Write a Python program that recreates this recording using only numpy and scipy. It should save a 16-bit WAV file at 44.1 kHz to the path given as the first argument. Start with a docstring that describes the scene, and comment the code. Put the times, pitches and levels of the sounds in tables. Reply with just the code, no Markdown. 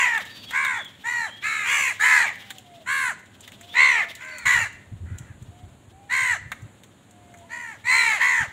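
"""Crows squabbling over food

House crows squabble on a concrete yard, cawing harshly and over one another. Each caw is an arching tone
shaken by a fast rasp, shaped by throat and beak, and echoed by the yard. Beaks and claws tap the ground as
short ringing noise bursts, far birds chirp and hoot as gliding whistles, and coloured noise makes the soft
outdoor background, the twitter in the trees and the puffs of wind that bump the microphone."""
import sys
import numpy as np
from scipy import signal
from scipy.fft import rfft, irfft, next_fast_len
from scipy.io import wavfile
from scipy.ndimage import map_coordinates

SR = 44100
rng = np.random.default_rng(int(sys.argv[2]) if len(sys.argv) > 2 else 0)


def transcribe(signal):
    """Save signal, clipped to [-1, 1], as a 16-bit WAV file at the path in sys.argv[1]."""
    frames = np.atleast_2d(signal).T
    limited = np.clip(frames, -1, 1)
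    pcm = np.round(limited * 32767).astype(np.int16)
    wavfile.write(sys.argv[1], SR, pcm)


N = 375732  # length of the scene [samples]

# Every caw: (start [s], end [s], top pitch [Hz], pitch sag [share], level before swell and fade [dB],
#  attack [s], pitch swing of the rasp at the start [share], roughness [0 to 1], beak resonance at top pitch [Hz],
#  throat boost [dB], mouth boost [dB], treble boost at top pitch [dB], twang boost [dB])
CAW_CALLS = [ (-.16, 0.093, 579, .09, -18.5, .034, 0.039, 0.4, 2560, -2, -9, -0.5, -9),
             (-.07, 0.229, 501.4, .13, -23, 0.046, 0.025, 0.37, 1850, 3.5, -9, -5, -7),
             (0.509, 0.832, 544.8, 0.16, -25, 0.064, 0.068, 0.31, 2220, 6.5, 6, -2, 9),
             (1.03, 1.31, 488.7, .10, -26.5, .045, 0.018, 0.31, 1900, 8.5, -4.5, 0.5, 3.5),
             (1.416, 1.737, 445.4, 0.14, -26.5, 0.05, 0.019, 0.46, 2380, -11.5, 1.5, 0, 10),
             (1.619, 1.819, 488, 0.054, -26, 0.053, .025, 0.24, 2290, 0.5, -3, 1.5, -9.5),
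             (1.643, 1.94, 576.7, .12, -21, 0.082, 0.056, 0.42, 2500, -5, -10.5, 2.5, -11),
             (1.987, 2.238, 442.6, 0.066, -18.5, .03, 0.041, 0.36, 1740, -0.5, 1.5, 3.5, 8),
             (2.012, 2.287, 513.8, .13, -19.5, .04, .049, 0.44, 1844, 2, -5.5, 0.5, -2.5),
             (2.047, 2.341, 525.7, 0.18, -26, .083, 0.017, 0.42, 2400, -0.5, -35, -6, 10),
             (2.851, 3.137, 550.2, 0.11, -23, .06, 0.056, 0.28, 1867, 5, 5.5, 3, 3),
             (3.73, 4.056, 537.5, 0.21, -17.5, 0.088, 0.054, 0.29, 2260, -2, -12.5, -6, 11.5),
             (4.165, 4.486, 527, 0.11, -38.5, 0.074, 0.0094, 0.7, 2330, -1, 3, -1.5, 4),
             (4.456, 4.623, 542.2, 0.13, -20, 0.003, 0.065, 0.56, 1970, 1, -2.5, 2, 7),
             (4.453, 4.682, 490.5, 0.079, -22.5, .0019, 0.013, 0.4, 2030, 1, -2.5, 1.5, -1),
             (5.03, 5.363, 485, 0.12, -54.5, 0.061, 0.067, 0.53, 1640, 1, 5, -0.5, -2.5),
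             (6.087, 6.38, 527.8, 0.095, -21.5, .05, 0.041, 0.37, 1970, 2, -2, 1, 8),
             (7.482, 7.779, 490.6, .12, -36.5, 0.056, 0.042, 0.22, 2000, 6.5, -4.5, 1.5, -1),
             (7.831, 8.163, 531.7, 0.18, -21.5, 0.093, 0.032, 0.3, 2200, -0.5, -13, -0.5, 4.5),
             (7.887, 8.211, 470.5, .11, -22, 0.066, 0.0067, 0.28, 2390, 2.5, -5, 1, 4),
             (8.19, 8.475, 517.3, 0.15, -20.5, .035, 0.082, 0.31, 1913, 1.5, -7.5, -0.5, 0)]
# Tone colour of a crow's throat: (frequency [Hz], gain [dB])
THROAT_COLOUR = [(260, -48.5), (450, -19), (605, -20.5), (790, -15.5), (1030, -7.5), (1270, -5.5),
                 (1760, 0.5), (2040, 0), (2950, -15.5), (3630, -25), (4030, -20), (5030, -33.5),
                 (7070, -19), (10900, -35.5), (15500, -40.5)]
# How much of the voice turns to hiss: (frequency [Hz], share of power [0 to 1])
AIRY_SHARE = [(2500, 0), (4200, .08), (7000, .28), (12000, .55)]
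# Tone colour of the early copies off hard surfaces: (frequency [Hz], gain [dB])
BOUNCE_COLOUR = [(1000, -13), (2200, -10), (3500, -4), (8000, -2)]
# How long the yard's echo takes to die by 60 dB: (frequency [Hz], time [s])
ECHO_TIMES = [(300, 0.38), (2000, 0.57), (5000, 0.48), (12000, 0.15)]
# Tone colour of the outdoor background: (frequency [Hz], gain [dB])
AIR_COLOUR = [(18, -50), (30, -32), (102, 0.5), (156, -8.5), (197, -4), (369, -12.5), (518, -16),
              (561, -12.5), (767, -17), (1400, -22.5), (1510, -21), (4310, -31.5), (5310, -51.5),
              (6890, -25), (15500, -48.5)]
# Tone colour of twittering in the trees: (frequency [Hz], gain [dB])
TWITTER_COLOUR = [(2000, -18), (3100, -5.5), (3700, -7), (4500, -19.5), (5500, -20), (9000, -28)]
# Flurries of twitter, before a shared trim: (middle [s], half width [s], peak level [dB])
TWITTER_FLURRIES = [(.2, 0.54, -44.5), (1.9, 0.51, -45.5), (2.45, 0.14, -53), (2.8, 0.1, -56),
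                    (3.9, 0.38, -47), (8.5, 0.61, -54.5)]
# Beaks and claws on concrete: (time [s], level before the shared tick and knock trims [dB],
#  extra knock [dB], ring [Hz])
PECK_HITS = [(.177, -24, 6, 3460), (.2523, -34.5, -15, 4000), (.508, -24.5, 4, 3450),
             (.6487, -22, 11.5, 3900), (.8464, -34.5, -13, 3270), (2.3554, -36.5, 2, 3200),
             (2.5045, -23, 4, 3500), (2.5832, -30.5, -33, 3260), (3.4068, -33.5, -17.5, 7870),
             (3.477, -30.5, 3.5, 3460), (3.5189, -35.5, 0.5, 2950), (3.6108, -33.5, 0.5, 7400),
             (4.1515, -27, -33.5, 4360), (4.3834, -27.5, -12, 8100), (5.1848, -29.5, -11, 7170),
             (6.5176, -25.5, 13, 3700), (6.8346, -37.5, -2.5, 3150), (7.1092, -41.5, -20.5, 7350),
             (7.34, -43, 13, 6850)]
# Tone colour of the hard tick: (frequency [Hz], gain [dB])
TICK_COLOUR = [(1470, -29), (2500, -6), (3690, -2.5), (4970, -19), (6950, -0.5), (8880, -9), (10100, -13.5),
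               (15500, -11.5)]
# Tone colour of the dull knock: (frequency [Hz], gain [dB])
KNOCK_COLOUR = [(290, -46.5), (500, -13), (884, -9), (1360, -3.5), (2060, 5), (3000, -17.5), (3900, -52.5),
                (6600, -120)]
# Small birds far off: (start [s], end [s], pitch [Hz], glide [share of pitch], level before mixing [dB])
FAR_CHIRPS = [(.245, .43, 3700, -0.13, -65), (.293, .467, 4600, -0.029, -62.5),
              (.46, .521, 3330, -.04, -55), (.642, .675, 3680, -0.067, -50), (.74, .882, 3440, -.06, -51.5),
              (1.262, 1.416, 3235, 0.057, -58), (3.685, 3.768, 3575, 0.1507, -56),
              (4.278, 4.466, 4380, -0.11, -64)]
# Low hoots far off: (start [s], end [s], pitch [Hz], glide [share of pitch], level before mixing [dB])
FAR_HOOTS = [(2.344, 2.622, 790, -0.11, -68.5), (2.641, 2.852, 690, -0.15, -62.5),
             (3.567, 3.798, 705, 0.052, -66.5), (3.938, 4.117, 695, -.08, -60),
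             (4.225, 4.393, 620, -0.061, -61.5), (5.502, 5.688, 720, 0.018, -67.5),
             (5.92, 6.132, 800, 0.064, -65.5), (7.088, 7.614, 697, -0.13, -66.5),
             (7.411, 7.47, 965, .17, -66.5)]
# Strength of the breeze at the microphone, before a shared trim: (time [s], level [dB])
BREEZE = [(4.42, -60), (4.55, -40.5), (4.85, -54), (5.12, -29), (5.26, -47), (5.65, -45), (6.02, -55.5),
          (6.6, -46.5), (6.75, -71)]
# Tone colour of the breeze's low eddies: (frequency [Hz], gain [dB])
EDDY_COLOUR = [(15, -47), (25, -30), (54, 3), (97, 8.5), (237, -12.5), (389, -21), (450, -50), (580, -67),
               (990, -120)]
# Sharper puffs, before a shared trim: (middle [s], length [s], level [dB])
WIND_PUFFS = [(4.472, .035, -40), (4.629, .08, -41.5), (4.931, 0.043, -36), (5.13, 0.1, -37.5),
              (5.208, .03, -36.5), (5.307, .04, -40), (5.422, 0.044, -41), (5.497, 0.044, -43.5),
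              (6.471, .04, -41.5), (6.644, 0.071, -39.5), (7.855, 0.045, -49), (8.422, 0.056, -38),
              (8.488, .034, -46)]
# Tone colour of a puff: (frequency [Hz], gain [dB])
PUFF_COLOUR = [(25, -50), (55, -7), (100, 11.5), (170, -4.5), (300, -18.5), (600, -69.5), (1200, -120)]

TOP_HZ = 15700  # nothing sounds above this
RASP_HZ, RASP_SPREAD = 75.54, 0.021  # average flutter rate, and its scatter from caw to caw [share]
FADE_DB_PER_SAG, STEADY_SAG = 98, .08  # failing pressure lowers pitch and level; at this sag the level holds
ROUGH_DRIFT, HISS_SHARE = .38, .7  # phase drift [radians] and hiss, each per unit of roughness
BEAK_DB, BEAK_OCTAVES = 8.5, 0.11  # height and width of the beak resonance
HOLLOW_HZ, HOLLOW_SHARE = 2980, 0.13  # a twangy bird has a dip below its twang [share of the twang dB]
RELEASE_S = .056  # the final plunge
TWANG_HZ, RING_HZ, RING_DB = 3930, 7300, 3.5  # upper resonances at top pitch; they sink with the pitch
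FIZZ_HZ, FIZZ_DB, FIZZ_GROWS = 8220, -2, 1  # top octave: edge, gain, and extra dB per dB of treble
DULL_DB_PER_DROP = 5  # treble lost per share of pitch below the top
AIR_DB, CHATTER_DB = -53.5, -68  # average background; twitter between flurries, before its trim
STEP_DB, STEP_SPREAD_DB = -44, 3  # faint claw ticks: average level before trims, and scatter
STEP_KNOCK_DB, STEP_RING_HZ = -9, 7200  # their extra knock and their ring


def amp(db):
    """Turn decibels into a plain multiplier."""
    return 10 ** (np.asarray(db) / 20)


def unit(x):
    """Scale a sound to an average (rms) strength of 1."""
    return x / np.sqrt(np.mean(x ** 2) + 1e-20)


def along(points, hz):
    """Read between (Hz, value) points, with frequency on a log axis."""
    f, v = np.transpose(points)
    return np.interp(np.log(hz + 1), np.log(f + 1), v)


def curve(rows):
    """Turn (s, value) rows into one value per sample."""
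    return np.interp(np.arange(N) / SR, *np.transpose(rows))


def wobble(rate, size):
    """A smooth random curve through `rate` random points a second."""
    return map_coordinates(rng.standard_normal(size + 4), [np.arange(size) * rate / SR])


def bell(hz, centre_hz, octaves):
    """A resonance hump of height 1."""
    return np.exp(-.5 * (np.log2((hz + 1) / centre_hz) / octaves) ** 2)


def coloured(x, gain_db):
    """Filter x by a dB gain that depends on frequency, with no sound before its cause."""
    m = 2 * next_fast_len(len(x) // 2 + 2048)
    gain = amp(gain_db(np.fft.rfftfreq(m, 1 / SR)))
    # folding the cepstrum gives the filter its minimum-phase form
    cepstrum = irfft(np.log(gain + 1e-6))
    cepstrum[1:m // 2] *= 2
    cepstrum[m // 2 + 1:] = 0
    return irfft(rfft(x, m) * np.exp(rfft(cepstrum)), m)[:len(x)]


def noise(spectrum, size):
    """Random noise with a given tone colour, at rms 1."""
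    return unit(coloured(rng.standard_normal(size), lambda hz: along(spectrum, hz)))


def add(track, s, x):
    """Mix x into the track from time s on, cutting what falls outside."""
    i = round(s * SR)
    x = x[max(-i, 0):max(N - i, 0)]
    track[max(i, 0):][:len(x)] += x


def syrinx(pitch, tract_db, rasp_hz, swing, rough, throb=0.38, jitter=0.0055, unsteady=0.0983,
           fundamental_db=-11, widest=5.14, uneven_db=5.0):
    """A harmonic tone heard through the tract; a slower flutter shakes its pitch and size, and air hisses along."""
    n = len(pitch)
    flutter = 2 * np.pi * np.cumsum(rasp_hz * (1 + unsteady * wobble(71.24, size=n))) / SR
    phase = 2 * np.pi * np.cumsum(pitch) / SR
    pitch_shake = swing * np.sin(flutter) + jitter * wobble(303.1, size=n)
    shake = 2 * np.pi * np.cumsum(pitch * pitch_shake) / SR
    height = pitch / pitch.max()
    tone = np.zeros(n)
    for k in range(1, 33):  # k is the number of the partial
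        if k > 2:
            db = tract_db(k * pitch, height)
        else:  # the throat keeps the two lowest partials strong or weak however far the pitch falls
            db = tract_db(k * pitch.max()) + fundamental_db * (k == 1)
        if k > 5:  # high partials are hoarse: each comes and goes by itself
            db = db + uneven_db * wobble(6.15, size=n) + 1.53 * wobble(260, size=n) - 1.5
        pulsing = 1 + throb * np.sin(flutter + rng.normal(1, .9))
        # higher partials shake wider, up to a limit
        wander = shake + ROUGH_DRIFT * rough * wobble(239.54, size=n)
        drift = rng.uniform(0, 2 * np.pi) + min(k, widest) * wander
        tone += amp(db) * pulsing * np.cos(k * phase + drift) * (k * pitch < TOP_HZ)

    def voiced_db(hz):
        """Power left to the tone once part of it has turned to hiss."""
        return 10 * np.log10(1 - along(AIRY_SHARE, hz))

    def hiss_db(hz):
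        """Power of the hiss, from roughness and from airiness."""
        return 10 * np.log10((HISS_SHARE * rough) ** 2 + along(AIRY_SHARE, hz))

    hiss = unit(coloured(rng.standard_normal(n), tract_db)) * (1 + throb * np.sin(flutter + 1))
    return unit(coloured(unit(tone), voiced_db) + coloured(hiss, hiss_db))


def caw(length, top_hz, sag, attack, swing, rough, beak_hz, throat_db, mouth_db, treble_db, twang_db):
    """One caw: pitch scoops up, sags, and plunges as pressure is let go; level and brightness follow."""
    t = np.arange(int(length * SR)) / SR
    held = t / (length - RELEASE_S)
    letting_go = np.clip((t - length + RELEASE_S) / RELEASE_S, 0, 1)
    scoop = .21 * np.exp(-t / (.5 * attack))
    droop = sag * np.clip((held - .25) / .75, 0, None) ** 2
    pitch = top_hz * (1 - scoop - droop) * (1 - .44 * letting_go ** 1.4)

    def above(hz, edge_hz):
        """A soft step from 0 to 1 around an edge."""
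        return (1 + np.tanh(6 * np.log((hz + 1) / edge_hz))) / 2

    def tract_db(hz, height=1):
        """Shared throat plus this bird's resonances and brightness; height is the pitch over its top."""
        sink = height ** 0.55
        throat = throat_db * bell(hz, 2 * top_hz, 0.099)
        mouth = mouth_db * bell(hz, 1500, 0.13)
        beak = BEAK_DB * bell(hz, beak_hz * sink, BEAK_OCTAVES)
        twang = bell(hz, TWANG_HZ * sink, 0.095) - HOLLOW_SHARE * bell(hz, HOLLOW_HZ, 0.24)
        ring = RING_DB * bell(hz, RING_HZ * sink, 0.03)
        treble = (treble_db - DULL_DB_PER_DROP * (1 - height)) * above(hz, 2940)
        fizz = (FIZZ_DB + FIZZ_GROWS * treble_db) * above(hz, FIZZ_HZ)
        return along(THROAT_COLOUR, hz) + throat + mouth + beak + twang_db * twang + ring + treble + fizz

    rise = np.sin(np.pi / 2 * np.clip(t / attack, 0, 1)) ** 2
    swell = rise * np.clip((length - t) / 0.01205, 0, 1)
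    rasp_hz = RASP_HZ * (1 + RASP_SPREAD * rng.normal())
    voice = syrinx(pitch, tract_db, rasp_hz, swing * (1 - 0.28 * held ** 2), rough)
    fade_db = FADE_DB_PER_SAG * (STEADY_SAG - sag)
    return voice * swell * amp(fade_db * (held - 0.7669) - 14.4 * letting_go)


def bounced(x, count=7):
    """Concrete and kerbs add a few early copies, which comb the treble differently on each call."""
    taps = np.zeros(SR // 50)
    places = rng.integers(SR // 700, len(taps), count)
    taps[places] = rng.choice([-1, 1], count) / np.sqrt(count)
    copies = signal.fftconvolve(x, taps)[:len(x)]
    return x + coloured(copies, lambda hz: along(BOUNCE_COLOUR, hz))


def crows():
    """All the caws of the flock, each with its own early copies off the ground."""
    track = np.zeros(N)
    for start, end, top_hz, sag, db, *manner in CAW_CALLS:
        voice = caw(end - start, top_hz, sag, *manner)
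        voice = np.pad(voice, (0, SR // 20))  # room for the copies to ring out
        add(track, start, amp(db) * unit(bounced(voice)) * np.std(voice))
    return track


def yard(x, gap=0.012):
    """Walls and trees answer, building up over a short gap in seconds; the highest treble dies first."""
    hz, t, z = signal.stft(rng.standard_normal(SR), SR, nperseg=256)
    dying = amp(-60 * t / along(ECHO_TIMES, hz)[:, None])
    tail = signal.istft(z * dying, SR, nperseg=256)[1]
    tail *= np.clip(np.arange(len(tail)) / SR / gap, 0, 1)
    tail = coloured(tail / np.linalg.norm(tail), lambda hz: along([(2500, -0.5), (8000, 6.5)], hz))
    return signal.fftconvolve(x, tail)[:N]


def background(chatter_db=-2, restless_db=4.0):
    """Noise for distant traffic and leaves, and a restless twitter in the trees that swells in flurries."""
    t = np.arange(N) / SR
    air = amp(AIR_DB + wobble(5, size=N)) * noise(AIR_COLOUR, size=N)
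    chatter = amp(CHATTER_DB)
    for s, width, db in TWITTER_FLURRIES:
        chatter = chatter + amp(db) * np.exp(-((t - s) / width) ** 2)
    flicker = amp(chatter_db + restless_db * wobble(45, size=N))
    return air + chatter * flicker * noise(TWITTER_COLOUR, size=N)


def pecks(tick_db=-7, knock_db=-12, tick_t60=0.044, knock_t60=0.055, count=18):
    """A hard tick with a brief ring of the beak, over a duller knock; faint steps fall at random moments."""
    track, t = np.zeros(N), np.arange(SR // 10) / SR
    steps = []
    for _ in range(count):
        step_s, step_db = rng.uniform(0, N / SR), rng.normal(STEP_DB, STEP_SPREAD_DB)
        steps.append((step_s, step_db, STEP_KNOCK_DB, STEP_RING_HZ))
    for s, db, body_db, ring_hz in PECK_HITS + steps:
        ringing = unit(coloured(noise(TICK_COLOUR, size=len(t)), lambda hz: 8 * bell(hz, ring_hz, 0.3)))
        tick = ringing * amp(tick_db - 60 * t / tick_t60)
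        knock = noise(KNOCK_COLOUR, size=len(t)) * amp(knock_db + body_db - 60 * t / knock_t60)
        add(track, s, amp(db) * (tick + knock))
    return track


def whistles(calls, arch, waver, overtone_db):
    """Thin tones that glide along a shallow arch, swelling and fading."""
    track = np.zeros(N)
    for start, end, middle_hz, glide, db in calls:
        u = np.linspace(-.5, .5, int((end - start) * SR))  # place within the call
        hz = middle_hz * (1 + glide * u - arch * (2 * u) ** 2 + waver * wobble(300, size=len(u)))
        phase = 2 * np.pi * np.cumsum(hz) / SR
        tone = np.sin(phase) + amp(overtone_db) * np.sin(3 * phase)
        swell = np.sqrt(np.abs(np.cos(np.pi * u)))
        add(track, start, amp(db) * unit(tone * swell))
    return track


def far_birds():
    """Wavering, nearly pure chirps, and smoother low hoots with more overtone."""
    chirps = whistles(FAR_CHIRPS, arch=.015, waver=0.0184, overtone_db=-55)
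    hoots = whistles(FAR_HOOTS, arch=.04, waver=.009, overtone_db=-18)
    return chirps + hoots


def wind(eddy_db=-4, puff_db=-1, lumps_db=4, lumps_per_s=26):
    """The breeze breaks into low eddies at the microphone, with a few sharper puffs."""
    t = np.arange(N) / SR
    blowing = (t > BREEZE[0][0]) & (t < BREEZE[-1][0])
    strength = amp(curve(BREEZE) + eddy_db + lumps_db * wobble(lumps_per_s, size=N))
    track = blowing * strength * noise(EDDY_COLOUR, size=N)
    for s, length, db in WIND_PUFFS:
        n = int(length * SR)
        puff = noise(PUFF_COLOUR, size=SR // 4)[-n:] * signal.windows.hann(n)
        add(track, s - length / 2, amp(db + puff_db) * unit(puff))
    return track


def scene():
    """Near birds are nearly dry, far ones carry more of the yard's echo; wind and background have no echo."""
    near, far = crows() + pecks(), far_birds()
    near_mix = near + amp(-17.5) * yard(near)
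    far_mix = amp(9.5) * far + yard(far)
    return (near_mix + far_mix + wind() + background())[None]


def record(dry):
    """The recorder keeps nothing above its band limit."""
    m = next_fast_len(N + SR // 4)
    kept = np.fft.rfftfreq(m, 1 / SR) < TOP_HZ
    return irfft(rfft(dry, m) * kept, m)[..., :N]


dry = scene()
out = record(dry)
transcribe(out)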